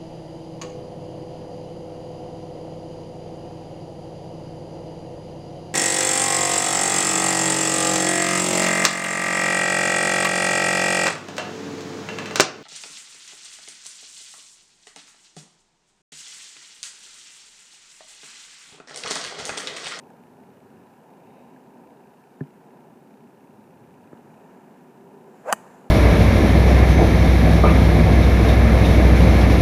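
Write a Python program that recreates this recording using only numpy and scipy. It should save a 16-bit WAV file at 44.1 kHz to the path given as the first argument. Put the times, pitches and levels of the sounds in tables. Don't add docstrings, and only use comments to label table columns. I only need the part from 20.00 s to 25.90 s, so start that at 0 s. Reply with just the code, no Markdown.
import sys
import numpy as np
from scipy import signal
from scipy.fft import rfft, irfft, next_fast_len
from scipy.io import wavfile
from scipy.ndimage import map_coordinates

SR = 44100
rng = np.random.default_rng(int(sys.argv[2]) if len(sys.argv) > 2 else 0)


def unload_audio(sound):
    columns = np.transpose(np.atleast_2d(sound))
    steps = np.round(np.clip(columns, -1, 1) * 32767)
    wavfile.write(sys.argv[1], SR, steps.astype(np.int16))


N = 260190


def amp(db):
    return 10 ** (np.asarray(db) / 20)


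def unit(x):
    return x / np.sqrt(np.mean(np.abs(x) ** 2) + 1e-20)


def along(points, hz):
    f, v = np.transpose(points)
    return np.interp(np.log(hz + 1), np.log(f + 1), v)


def wobble(rate):
    knots = rng.standard_normal(int(N * rate / SR) + 4)
    return map_coordinates(knots, [np.arange(N) * rate / SR])


def filtered(x, response):
    m = next_fast_len(N + SR // 2)
    return irfft(rfft(x, m) * response(np.fft.rfftfreq(m, 1 / SR)), m)[:N]


def noise(spectrum):
    white = rng.standard_normal(N)
    return unit(filtered(white, lambda hz: amp(along(spectrum, hz))))


def decay(t, t60):
    return np.exp(-np.log(1000) * t / t60)


def fade(start, t60, attack):
    t = np.maximum(np.arange(N) / SR - start, 0)
    return (1 - np.exp(-t / attack)) * decay(t, t60)


def ring(modes, attack, share=1):
    t = np.arange(SR // 4) / SR
    tones = sum(amp(db) * np.sin(2 * np.pi * hz * t) * decay(t, t60 * share) for hz, db, t60 in modes)
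    return tones * (1 - np.exp(-t / attack))


def pulse(spectrum, size=4096):
    cepstrum = irfft(np.log(amp(along(spectrum, np.fft.rfftfreq(size, 1 / SR)))))
    shape = irfft(np.exp(rfft(2 * cepstrum[:size // 2], size)))
    return shape / np.abs(shape).max()


def add(track, s, sound):
    room = track[round(s * SR):][:len(sound)]
    room += sound[:len(room)]


def swell(s, width):
    return np.exp(-((np.arange(N) / SR - s) / width) ** 2)


def surge(s, time):
    away = np.exp(-np.abs(np.arange(N) / SR - s) / time)
    return 2 * away / (1 + away ** 2)


# (time [s], thock level [dB], click level [dB])
CONTACTS = [(5.5266, -4.5, -14), (5.5296, -9, -31), (5.5325, -8.5, -47), (5.5358, -20, -41)]
# (frequency [Hz], relative level [dB])
THOCK_SPECTRUM = [(50, -65), (130, -30), (215, -0.5), (350, -9.5), (550, -3), (850, 4.5), (1200, 5),
                  (1500, 2), (1820, 1.5), (2100, -24.5), (3080, -10.5), (3350, -31), (8000, -51)]
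# (frequency [Hz], relative level [dB], t60 [s])
CLUB_MODES = [(2537, -11.5, 0.026), (2894, -8.5, 0.019), (2940, -8, 0.019), (4750, -4.5, 0.012),
              (5950, -9.5, 0.016), (6220, -21, .018), (8100, -16, 0.023), (7940, -16, .013),
              (8400, -16, 0.032), (9250, -18, 0.0089), (9700, -11, .012), (10700, -23, 0.023),
              (10900, -14, 0.028), (13400, -21, .016)]
# (frequency [Hz], relative level [dB])
SNAP_SPECTRUM = [(1500, -14), (4200, -9), (5400, -34), (6200, 2.5), (7500, -3.5), (9500, -2.5),
                 (11200, -14), (12500, -22), (13800, -10), (16000, -14)]
# (frequency [Hz], relative level [dB])
GRASS_SPECTRUM = [(600, -5), (1400, -17), (2100, -25), (2900, 0), (3450, -14), (5500, -8), (6200, -2),
                  (8200, 3), (9300, -1), (10800, 2.5), (12600, -12), (13600, -5), (15500, -17)]


def strike():
    out = np.zeros(N)
    thock, click = pulse(THOCK_SPECTRUM), ring(CLUB_MODES, attack=0.0001)
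    for k, (s, thock_db, click_db) in enumerate(CONTACTS):
        add(out, s, (-1) ** k * amp(thock_db) * thock)
        add(out, s, amp(click_db) * click)
    impact = CONTACTS[0][0]
    add(out, impact, amp(-3.5) * pulse(SNAP_SPECTRUM))
    grass = amp(-21) * noise(GRASS_SPECTRUM) * fade(impact - 0.002, t60=0.039, attack=0.0015)
    return out + grass


IMPACT_S = 5.5266
SWISH_HZ, CLIMB_HZ_PER_S, SAG_HZ_PER_S, SLOW_HZ = 713.5, 3900, 3900, 441.7
# (multiple of the pitch [ratio], flutter corner / pitch at impact [ratio],
# relative level [dB])
VORTICES = [(1, 0.094, 1), (1.45, 0.13, -3), (2.3, 0.22, -6), (2.9, .13, -23), (4, 0.21, -18.5)]
# (peak time [s], rise and fall time constant [s],
# lowest vortex level [dB], upper vortices relative to the lowest [dB])
SURGES = [(5.463, 0.0077, -43, 6.5), (5.488, 0.009, -26, -2.5), (5.5025, 0.0047, -27.5, 1),
          (5.524, 0.0059, -23, -8)]
# (frequency [Hz], relative level [dB])
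RUSTLE_SPECTRUM = [(1500, -36), (3500, -8), (5800, -4.5), (7300, 4.5), (8500, -7), (10800, -3.5),
                   (12500, -17), (13800, -10), (15500, -30)]


def swish():
    t = np.arange(N) / SR - IMPACT_S
    glide = np.minimum(CLIMB_HZ_PER_S * t, -SAG_HZ_PER_S * t)
    pitch = np.maximum(SWISH_HZ + glide, SLOW_HZ)
    phase = 2 * np.pi * np.cumsum(pitch) / SR
    lowest = sum(amp(db) * surge(s, time) for s, time, db, _ in SURGES)
    upper = sum(amp(db + upper_db) * surge(s, time) for s, time, db, upper_db in SURGES)
    air = amp(-28.5) * lowest * noise(RUSTLE_SPECTRUM)
    for k, (multiple, width, part_db) in enumerate(VORTICES):
        corner_hz = width * multiple * SWISH_HZ
        band = lambda hz: 1 / (1 + (hz / corner_hz) ** 4)
        in_phase = filtered(rng.standard_normal(N), band)
        quadrature = filtered(rng.standard_normal(N), band)
        flutter = unit(in_phase + 1j * quadrature)
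        flutter = unit(flutter / (np.abs(flutter) + 0.74))
        envelope = upper if k else lowest
        air += amp(part_db) * envelope * np.real(flutter * np.exp(1j * multiple * phase))
    return air


# (frequency [Hz], relative level [dB])
SCATTER_SPECTRUM = [(150, -8), (500, -21), (900, 0.5), (1500, -10), (2300, 10.5), (4000, -6), (6000, 3),
                    (7300, 4), (10500, 0), (14000, 2)]
# (frequency [Hz], t60 [s])
SCATTER_T60 = [(200, .8), (900, 1.6), (2500, 0.29), (7000, 0.47), (14000, 0.51)]


def field(x):
    hz, t, z = signal.stft(rng.standard_normal(SR), SR, nperseg=256)
    dying = z * decay(t, along(SCATTER_T60, hz)[:, None])
    tail = unit(signal.istft(dying, SR)[1]) / np.sqrt(SR)
    scattered = signal.fftconvolve(x, tail)[:N]
    return filtered(scattered, lambda f: amp(along(SCATTER_SPECTRUM, f)))


# (time [s], level [dB], share of the full ring time [ratio], brightness [dB per octave],
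# tap level [dB])
KNOCKS = [(2.4083, -26, 0.89, -0.5, -29.5), (4.1296, -39.5, 0.25, 11.5, -41)]
# (frequency [Hz], level before brightness [dB], full t60 [s])
BODY_MODES = [(146, 8.5, .11), (259, 5, 0.089), (390, 4, 0.055), (610, -15, 0.065)]
# (frequency [Hz], relative level [dB])
TAP_SPECTRUM = [(100, -40), (300, 2), (800, 1), (1050, 1), (1250, 10.5), (1500, -4), (1720, 11),
                (2000, -19), (2300, -26), (4000, -41)]
TAP_LEAD_S = 0.001


def knocks():
    out, tap = np.zeros(N), noise(TAP_SPECTRUM)
    lowest_hz = BODY_MODES[0][0]
    for s, db, share, bright_db, tap_db in KNOCKS:
        for k, (hz, level, t60) in enumerate(BODY_MODES):
            mode = (hz, level + bright_db * np.log2(hz / lowest_hz), t60)
            add(out, s, (-1) ** k * amp(db) * ring([mode], attack=0.0031, share=share))
        out += amp(tap_db) * tap * fade(s - TAP_LEAD_S, t60=0.016, attack=0.0011)
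    return signal.sosfilt(signal.butter(2, 95, "highpass", fs=SR, output="sos"), out)


# (time [s], tap level [dB], treble level [dB])
TICKS = [(0.1034, -36.5, -53), (1.106, -57, -64), (1.563, -40.5, -68), (1.663, -39, -70), (4.172, -44, -66)]


def ticks():
    tap, fizz = noise(TAP_SPECTRUM), noise(RUSTLE_SPECTRUM)
    out = np.zeros(N)
    for s, db, treble_db in TICKS:
        contact = amp(db) * tap + amp(treble_db) * fizz
        out += contact * fade(s, t60=0.0077, attack=0.00074)
    return out


# (peak time [s], half-width [s], fine rustle level [dB],
# soft brushing level [dB])
MOVES = [(4.5, 0.57, -80, -65.5), (5.62, 0.29, -68, -59)]
# (frequency [Hz], relative level [dB])
TREES_SPECTRUM = [(800, -33), (1100, 3.5), (1750, 2.5), (2000, -7), (2400, -5.5), (2900, -9), (3300, -19.5),
                  (6000, -28)]


def clothes():
    rustle, brush = noise(RUSTLE_SPECTRUM), noise(TREES_SPECTRUM)
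    out = np.zeros(N)
    for s, width, rustle_db, brush_db in MOVES:
        out += swell(s, width) * (amp(rustle_db) * rustle + amp(brush_db) * brush)
    return out


# (frequency [Hz], relative level [dB])
LENS_SPECTRUM = [(900, -27), (1400, -2), (1750, -16), (2050, -0.5), (2450, 2.5), (2950, -1.5), (3350, -26),
                 (3750, -4), (4200, -17), (9000, -21), (15000, -37)]
FRAME_HZ = 29.96
FOCUS_S, FOCUS_HALF_WIDTH_S, FOCUS_DB = 1.38, 0.22, -69.5


def lens():
    since = np.arange(N) / SR % (1 / FRAME_HZ)
    buzz = amp(-66 + 1.3 * wobble(25)) * np.exp(-((since - 0.0036) / 0.0024) ** 4)
    whirr = amp(FOCUS_DB) * swell(FOCUS_S, FOCUS_HALF_WIDTH_S)
    return buzz * noise(LENS_SPECTRUM) + whirr * noise(LENS_SPECTRUM)


# (frequency [Hz], relative level [dB])
RUMBLE_SPECTRUM = [(20, -4), (35, -22), (60, -28), (100, -18), (140, -2), (204, 2.5), (243, 5), (320, -5.5),
                   (386, 1.5), (500, -12), (650, -44), (1100, -120)]
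# (frequency [Hz], relative level [dB])
ROAD_SPECTRUM = [(300, -11.5), (450, 1), (530, 2), (615, -0.5), (690, 1.5), (800, 2.5), (930, 2),
                 (1030, -2), (1200, -42), (2000, -73)]
# (frequency [Hz], relative level [dB])
HISS_SPECTRUM = [(100, -5.5), (2500, 0.5), (4000, -2.5), (6000, -2.5), (12000, -3), (15200, -5)]
# (frequency [Hz], relative level [dB])
BUFFET_SPECTRUM = [(20, -5), (60, -11), (95, 14), (140, 11), (300, -42)]
# (frequency [Hz], relative level [dB])
HUM_SPECTRUM = [(250, -42), (340, -5), (385, 6), (430, -5), (560, -46)]
# (peak time [s], half-width [s], rise [dB])
TRAFFIC = [(0.06, 0.13, 4), (1.32, 0.26, 3.5), (1.84, 0.15, 4), (2.77, 0.17, 2.5), (4.42, 0.32, 4),
           (5.2, 0.22, 3.5), (5.66, 0.25, 6)]
# (peak time [s], half-width [s], change [dB])
RUMBLE_DRIFTS = [(1.0, 0.2, -2.5), (1.28, 0.08, 2), (2.22, 0.21, -4), (4.27, 0.082, 3), (5.06, 0.092, 2),
                 (5.72, 0.15, -0.5)]
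# (peak time [s], half-width [s], level [dB])
PUFFS = [(0.6, 0.37, -63.5), (1.29, 0.06, -70), (3.86, 0.43, -64), (4.26, 0.063, -67)]
RUMBLE_DB, ROAD_DB, TREES_DB, HISS_DB = -51.5, -56.5, -66, -70.5
RUMBLE_SHARE = 0.083
HUM_S, HUM_HALF_WIDTH_S, HUM_DB = 5.1, 0.23, -52.5


def background():
    traffic_db = sum(db * swell(s, width) for s, width, db in TRAFFIC)
    drift_db = sum(db * swell(s, width) for s, width, db in RUMBLE_DRIFTS)
    rumble = amp(RUMBLE_DB + RUMBLE_SHARE * traffic_db + drift_db) * noise(RUMBLE_SPECTRUM)
    road = amp(ROAD_DB + traffic_db) * noise(ROAD_SPECTRUM)
    trees = amp(TREES_DB + 0.33 * wobble(3.02)) * noise(TREES_SPECTRUM)
    wind = sum(amp(db) * swell(s, width) for s, width, db in PUFFS)
    breeze = wind * amp(1.3 * wobble(9)) * noise(BUFFET_SPECTRUM)
    hum = amp(HUM_DB) * swell(HUM_S, HUM_HALF_WIDTH_S) * noise(HUM_SPECTRUM)
    hiss = amp(HISS_DB) * noise(HISS_SPECTRUM)
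    return rumble + road + trees + breeze + hum + hiss


def scene():
    shot = strike() + swish()
    tail = amp(-28.5) * field(shot)
    nearby = knocks() + ticks() + clothes() + lens()
    return (shot + tail + nearby + background())[None]


TOP_HZ = 15500


def record(dry):
    thin = signal.sosfilt(signal.butter(3, 72, "highpass", fs=SR, output="sos"), dry[0])
    return filtered(thin, lambda hz: np.clip((TOP_HZ - hz) / 300 + 0.5, 0, 1))[None]


dry = scene()
out = record(dry)
unload_audio(out)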